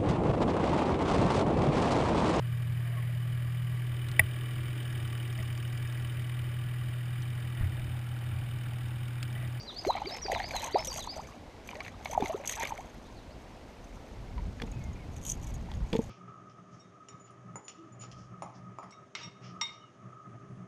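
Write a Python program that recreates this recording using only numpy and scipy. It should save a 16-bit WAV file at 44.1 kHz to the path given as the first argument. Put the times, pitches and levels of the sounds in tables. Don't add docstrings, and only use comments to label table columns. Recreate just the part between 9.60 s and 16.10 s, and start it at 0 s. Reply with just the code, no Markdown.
import sys
import numpy as np
from scipy import signal
from scipy.fft import rfft, irfft, next_fast_len
from scipy.io import wavfile
from scipy.ndimage import uniform_filter1d, map_coordinates

SR = 44100
rng = np.random.default_rng(int(sys.argv[2]) if len(sys.argv) > 2 else 0)


def put_to_file(sound):
    columns = np.atleast_2d(sound).T
    safe = np.clip(columns, -1, 1)
    whole_steps = np.round(safe * 32767)
    wavfile.write(sys.argv[1], SR, whole_steps.astype(np.int16))


N = 286473

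# start in seconds, hold in seconds, then relative levels in dB of
THRASHES = [(0.265, 0.016, -58, -65, -55), (0.358, 0.023, -46.5, -44.5, -63),
            (0.532, 0.0073, -46, -45.5, -60), (0.722, 0.07, -43.5, -43, -57.5),
            (0.94, 0.017, -44, -48.5, -46.5), (1.04, 0.013, -45, -45, -46.5),
            (1.177, 0.0079, -47, -47, -53), (1.338, 0.048, -52, -49.5, -47), (2.102, 0.17, -55, -58.5, -61),
            (2.497, 0.033, -50, -50.5, -51.5), (2.641, 0.062, -48.5, -45.5, -54),
            (2.882, 0.037, -43.5, -57.5, -43), (3.022, 0.016, -39, -45, -46)]
# time in seconds, relative levels in dB of churn and jingle.
CALM = [(0, -59.5, -65.5), (1.6, -55.5, -61.5), (2, -66.5, -85), (3.1, -56.5, -63), (3.5, -66, -74.5),
        (6.5, -62, -74.5)]


def amp(db):
    return 10 ** (np.asarray(db) / 20)


def unit(x):
    return x / np.sqrt(np.mean(x ** 2) + 1e-20)


def curves(rows):
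    time_s, *columns = np.transpose(rows)
    return [np.interp(np.arange(N) / SR, time_s, column) for column in columns]


def wobble(rate_hz):
    knots = rng.standard_normal(int(N * rate_hz / SR) + 4)
    return map_coordinates(knots, [np.arange(N) * rate_hz / SR])


def filtered(x, response):
    m = next_fast_len(N + SR // 2)
    return irfft(rfft(x, m) * response(np.fft.rfftfreq(m, 1 / SR)), m)[:N]


def colour(points):
    point_hz, db = np.transpose(points)
    return lambda hz: amp(np.interp(np.log(hz + 1), np.log(point_hz + 1), db))


def resonant(modes):
    def response(f):
        total = 0
        for k, (hz, width_hz, db) in enumerate(modes):
            damping = 1j * f * width_hz
            total = total + (-1) ** k * amp(db) * damping / (hz * hz - f * f + damping)
        return total
    return response


def add(out, start_s, sound):
    i = round(start_s * SR)
    part = out[max(i, 0):i + len(sound)]
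    part += sound[max(-i, 0):][:len(part)]


def slide(first_hz, last_hz, life_s, change_db, rise_s, fall_s):
    u = np.arange(int(life_s * SR)) / (life_s * SR)
    edges = np.minimum(1, np.minimum(u * life_s / rise_s, (1 - u) * life_s / fall_s))
    pitch_hz = first_hz * (last_hz / first_hz) ** u
    return edges * amp(change_db * u) * np.sin(2 * np.pi * np.cumsum(pitch_hz) / SR)


def patter(rate_hz, spread_db, t60_s):
    starts = (rng.random(N) < rate_hz / SR) * amp(spread_db * rng.standard_normal(N))
    envelope = signal.lfilter([1], [1, -amp(-60 / (t60_s * SR))], starts)
    return envelope * rng.standard_normal(N)


def puff(t60_s, rise_s=0.00059):
    t = np.arange(SR // 10) / SR
    return amp(-60 * t / max(t60_s, .002)) * (1 - np.exp(-t / rise_s)) * rng.standard_normal(len(t))


def smear(x, t60_s, db):
    t = np.arange(SR // 2) / SR
    tail = amp(-60 * t / t60_s) * rng.standard_normal(len(t))
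    return x + amp(db) * signal.fftconvolve(x, tail / np.linalg.norm(tail))[:len(x)]


def surges(rows, calm_db):
    rise_db_per_s, fall_db_per_s = 277, 229
    t = np.arange(N) / SR
    gain = amp(calm_db)
    for start_s, hold_s, db in rows:
        before_s = np.maximum(start_s - t, 0)
        after_s = np.maximum(t - start_s - hold_s, 0)
        gain = gain + amp(db - rise_db_per_s * before_s - fall_db_per_s * after_s)
    return gain


def air():
    # time in seconds, buffeting level in dB.
    breeze_levels = [(0, -56), (0.3, -49), (1.2, -47), (2, -50), (4.45, -49.5), (4.8, -38.5), (5.3, -39.5),
                     (6.5, -38.5)]
    # frequency in Hz, relative density in dB per Hz.
    rumble_spectrum = [(8.8, -17), (43, 2.5), (114, -5), (179, -10.5), (500, -35), (1100, -120)]
    # frequency in Hz, relative density in dB per Hz.
    hiss_spectrum = [(59, -33), (100, -14), (234, -0.5), (381, -5.5), (621, -6.5), (1330, -16.5),
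                     (5420, -27), (14400, -45.5), (16000, -61)]
    lumps = amp(1.5 * wobble(8) + 2.2 * wobble(25))
    rumble = filtered(rng.standard_normal(N), colour(rumble_spectrum))
    breeze = amp(curves(breeze_levels)[0]) * unit(lumps * rumble)
    hiss = unit(filtered(rng.standard_normal(N), colour(hiss_spectrum)))
    return breeze + amp(-52 + 0.19 * wobble(23)) * hiss


def birds():
    # seconds after note start, pitch in Hz, level in dB.
    notes = [
        [(0, 5796, -45), (.015, 5800, -31.5), (.026, 5500, -43), (.034, 4800, -38), (.055, 4540, -40)],
        [(0, 4206, -61), (.015, 4110, -40.5), (.045, 3430, -45), (.07, 2590, -74)],
        [(0, 3900, -63), (.035, 4570, -38.5), (.055, 5020, -41.5), (.1, 5050, -72)],
        [(0, 4360, -51), (.04, 4020, -36), (.065, 3600, -50), (.08, 2890, -40)],
        [(0, 2750, -64), (.035, 3150, -50.5), (.05, 4600, -49), (.06, 4780, -35.5), (.072, 4200, -46),
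         (.092, 3600, -40.5)],
        [(0, 4700, -70), (.012, 5020, -44), (.028, 5280, -37.5), (.11, 5300, -69)],
    ]
    note_starts_s = [0, .117, .19, .316, .467, .555]
    phrase_starts_s = [-.052, .615, 1.27]
    # start in seconds, first Hz, last Hz, life in seconds, starting level in dB.
    far_slides = [(3.44, 3300, 4300, .05, -63), (3.55, 5100, 3400, .06, -62), (3.7, 3900, 5400, .04, -63),
                  (3.93, 5500, 4900, .03, -65), (5.125, 2600, 2480, .065, -60), (5.2, 2200, 2060, .12, -61),
                  (5.35, 2450, 2100, .095, -61), (5.83, 2400, 2150, .08, -63)]
    last_s = 1.5
    out = np.zeros(SR + N)
    for note, offset_s in zip(notes, note_starts_s):
        time_s, hz, db = np.transpose(note)
        t = np.arange(0, time_s[-1], 1 / SR)
        pitch_hz = uniform_filter1d(np.interp(t, time_s, hz), size=200, mode="nearest")
        level = signal.windows.tukey(len(t), .15) * amp(np.interp(t, time_s, db))
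        whistle = level * np.sin(2 * np.pi * np.cumsum(pitch_hz) / SR)
        for phrase_s in phrase_starts_s:
            if phrase_s + offset_s < last_s:
                add(out, 1 + (phrase_s + offset_s), whistle)
    for start_s, first_hz, last_hz, life_s, db in far_slides:
        add(out, 1 + start_s, amp(db) * slide(first_hz, last_hz, life_s, -2.7, 0.0082, 0.0058))
    echo = (smear(out, 0.45, -3.5) - out)[SR:]
    flutter = amp(2.5 * wobble(90))
    return flutter * out[SR:] + filtered(echo, lambda hz: 1 / (1 + (hz / 5500) ** 16))


def fizz(hz, octaves, cycles, count):
    draw, when = rng.standard_normal((count, 2)), rng.random((count, 1))
    pitch_hz = hz * 2 ** (octaves * draw[:, :1])
    turns = pitch_hz * np.arange(1000) / SR
    size = amp(4.3 * draw[:, 1:])
    grain = size * np.exp(-turns / cycles) * (1 - np.exp(-2 * turns))
    grain = grain * np.sin(2 * np.pi * turns * (1 + .04 * turns / cycles))
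    index = (when * N).astype(int) + np.arange(1000)
    return unit(np.bincount(index.ravel(), grain.ravel(), N + 1000)[:N])


def water():
    # start in seconds, first Hz, last Hz, life in seconds,
    # starting level in dB.
    ringing_bubbles = [(0.25, 740, 485, 0.014, -25), (0.3519, 820, 670, 0.011, -27),
                       (0.418, 820, 860, 0.013, -25.5), (0.5085, 640, 571, 0.0083, -29),
                       (0.6534, 394, 520, 0.014, -28), (0.6826, 740, 830, 0.011, -25),
                       (0.6982, 664, 780, 0.0096, -19.5), (0.7586, 1040, 700, 0.0054, -30),
                       (0.9458, 730, 750, 0.013, -25), (1.0766, 925, 950, 0.016, -33),
                       (1.1813, 660, 615, 0.051, -32), (1.2751, 540, 478, 0.044, -35),
                       (1.5644, 594, 666, 0.016, -31), (1.5804, 754, 520, 0.009, -30),
                       (1.5919, 735, 1560, 0.022, -33), (2.132, 1130, 800, 0.0092, -34.5),
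                       (2.161, 572, 790, 0.085, -39), (2.205, 990, 1530, 0.028, -39.5),
                       (2.4568, 850, 600, 0.0057, -23), (2.5495, 920, 965, 0.023, -27),
                       (2.6008, 485, 325, 0.03, -25.5), (2.6226, 724, 950, 0.006, -17),
                       (2.6239, 217, 504, 0.023, -22), (2.6969, 614, 766, 0.036, -24.5),
                       (2.7445, 357, 710, 0.022, -23), (2.7989, 553, 586, 0.029, -33.5),
                       (2.642, 274, 352, 0.013, -30), (3.0231, 1020, 814, 0.011, -26),
                       (3.0327, 470, 650, 0.0068, -22), (3.106, 990, 900, 0.009, -30),
                       (3.1208, 890, 850, 0.011, -24.5), (3.1854, 645, 1190, 0.035, -35),
                       (4.778, 1030, 870, 0.029, -40.5)]
    air_pockets = [(0.265, 297, 1090, 0.045, -28), (0.4445, 268, 452, 0.038, -42.5),
                   (0.715, 837, 423, 0.021, -31), (0.802, 640, 890, 0.011, -37),
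                   (1.144, 313, 970, 0.02, -22.5), (1.164, 950, 810, 0.011, -31),
                   (1.4725, 780, 1190, 0.006, -34.5), (2.5243, 627, 1070, 0.0136, -38),
                   (2.5762, 770, 693, 0.0058, -17.5), (2.9817, 928, 890, 0.041, -40.5)]
    # start in seconds, relative level in dB, pitch in Hz.
    slaps = [(0.2484, -31.5, 2100), (0.3675, -35, 2220), (0.457, -37, 2284), (0.5523, -38, 2400),
             (0.663, -39, 2410), (0.718, -30.5, 1950), (0.748, -27.5, 1990), (0.8003, -27, 1880),
             (0.819, -39, 2040), (0.842, -37, 2100), (0.908, -34, 2310), (0.965, -33, 1960),
             (1.011, -47, 3120), (1.034, -34, 2500), (1.144, -34, 1990), (1.1912, -34, 2180),
             (2.089, -36.5, 2370), (2.112, -42, 2900), (2.1537, -36, 1930), (2.2038, -31, 2230),
             (2.247, -42, 2630), (2.2633, -39, 2170), (2.2798, -35, 1970), (2.4562, -28.5, 2150),
             (2.606, -41, 3500), (2.6226, -39.5, 2360), (2.658, -29.5, 2070), (2.8939, -34, 1900),
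             (2.9363, -35.5, 1930), (3.052, -31.5, 2180), (3.072, -35, 2000), (3.177, -41, 2170),
             (4.7792, -46, 2244), (4.999, -40, 1710)]
    out, spray = np.zeros(N), np.zeros(N)
    for table, change_db in (ringing_bubbles, -21), (air_pockets, 5.5):
        for start_s, first_hz, last_hz, life_s, db in table:
            add(out, start_s, amp(db) * slide(first_hz, last_hz, life_s, change_db, 0.0013, 0.0026))
    for start_s, db, hz in slaps:
        trapped_bubble = slide(hz, 1.04 * hz, 0.0074, -7.0, 0.0015, 0.0039)
        add(out, start_s, amp(db) * trapped_bubble)
        add(spray, start_s, amp(db + 7.0) * puff(0.015))
    gurgle = amp(2.5) * fizz(785.5, 0.327, 4.93, count=1300)
    plinks = amp(-6.5) * fizz(2086, 0.218, 8.4, count=1400)
    plinks += amp(-11.5) * fizz(3424, 0.31, 6.1, count=1500)
    churn_db = curves(CALM)[0]
    stir = surges([row[:3] for row in THRASHES], churn_db)
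    deep = surges([(start_s, hold_s, db) for start_s, hold_s, _, db, _ in THRASHES], churn_db)
    spray += amp(-2) * stir * unit(patter(150, 5.3, 0.0048))
    bubbles = smear(amp(0.64 * wobble(120)) * out, 0.084, -8)
    splash = filtered(spray, resonant([(800, 270, 6.0), (2173, 400, 10.0), (4500, 1300, -3.5)]))
    return bubbles + deep * gurgle + stir * plinks + splash


def lure():
    # start in seconds, relative level in dB.
    shakes = [(0.7168, -26.5), (0.9627, -23), (1.041, -34), (1.2465, -27), (1.2545, -28), (1.271, -22.5),
              (1.297, -38), (1.327, -27.5), (1.339, -32), (1.37, -36), (1.404, -32), (1.424, -36),
              (1.466, -41), (1.5715, -41), (2.0742, -34), (2.447, -30.5), (2.6554, -34), (2.68, -32.5),
              (2.8558, -31), (2.874, -22.5), (2.894, -19.5), (2.9225, -28), (2.9295, -30), (2.959, -31),
              (2.9969, -30.5), (3.03, -30), (3.051, -31.5), (3.1754, -40), (5.1153, -47.5), (5.238, -46.5),
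              (5.564, -40.5), (5.6505, -27.5), (5.692, -36), (5.717, -32), (5.872, -47)]
    # start in seconds, hold in seconds, relative level in dB.
    jerks = [(5.655, 0.039, -46), (5.77, 0.16, -61.5), (6.35, 0.094, -62.5)]
    # frequency in Hz, width in Hz, relative level in dB.
    metal_modes = [(6110, 187, 6), (6486, 98, 3.5), (8040, 23, -5), (11380, 100, -6), (12220, 200, -10)]
    free_mode = [(6630, 79, 7.7)]
    hangs_s = 4.9
    thrash_jingles = [(start_s, hold_s, db) for start_s, hold_s, *_, db in THRASHES]
    jingle = surges(thrash_jingles + jerks, curves(CALM)[1])
    chatter = amp(11.5) * jingle * unit(patter(160, 4, 0.023))
    for start_s, db in shakes:
        add(chatter, start_s, amp(db + 10.0) * puff(0.02, 0.00077))
    steep = resonant([(8170, 4900, 0)])
    ring = np.zeros(N)
    for mode in metal_modes:
        strike = amp(3.0 * wobble(60)) * chatter
        ring += filtered(strike, lambda f: resonant([mode])(f) * steep(f))
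    hanging = np.arange(N) > hangs_s * SR
    free_strike = amp(-3.5 + 10 * wobble(60)) * chatter * hanging
    ring += filtered(free_strike, lambda f: resonant(free_mode)(f) * steep(f))
    crackle = filtered(chatter, resonant([(3220, 590, -7.0), (12000, 1000, -17.5)]))
    return ring + crackle


def hull():
    # start in seconds, relative thud level in dB, relative crack level in dB.
    blows = [(5.018, -33, -27), (5.035, -34.5, -45), (6.115, -58, -38.5), (6.137, -60, -40.5),
             (6.329, -23.5, -25), (6.335, -18, -39), (6.342, -32.5, -36), (6.351, -18, -35),
             (6.364, -45, -30), (6.39, -19, -56)]
    # frequency in Hz, mean relative level in dB, 60 dB decay in seconds.
    shell_modes = [(232, 6, 0.029), (318, -7.5, 0.055), (449, -1.5, 0.058), (888, -12.5, 0.04)]
    # frequency in Hz, width in Hz, relative level in dB.
    crack_modes = [(810, 130, 8.5), (2240, 730, 3), (3410, 320, 8.5), (4600, 2100, -4)]
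    out, cracks, t = np.zeros(N), np.zeros(N), np.arange(SR // 5) / SR
    for start_s, thud_db, crack_db in blows:
        ring = np.zeros(len(t))
        for hz, db, t60_s in shell_modes:
            level_db = db + rng.normal(0, 2.5)
            ring += amp(level_db - 60 * t / t60_s) * np.sin(2 * np.pi * hz * t)
        add(out, start_s, -amp(thud_db) * ring * (1 - np.exp(-t / 0.0016)))
        add(cracks, start_s, amp(crack_db + 5.5) * puff(0.019))
    return out + filtered(cracks, lambda f: resonant(crack_modes)(f) / (1 + 1j * f / 6000))


def scene():
    return (air() + birds() + water() + lure() + hull())[None]


def record(dry):
    return filtered(dry[0], lambda hz: hz < 15300)[None]


dry = scene()
out = record(dry)
put_to_file(out)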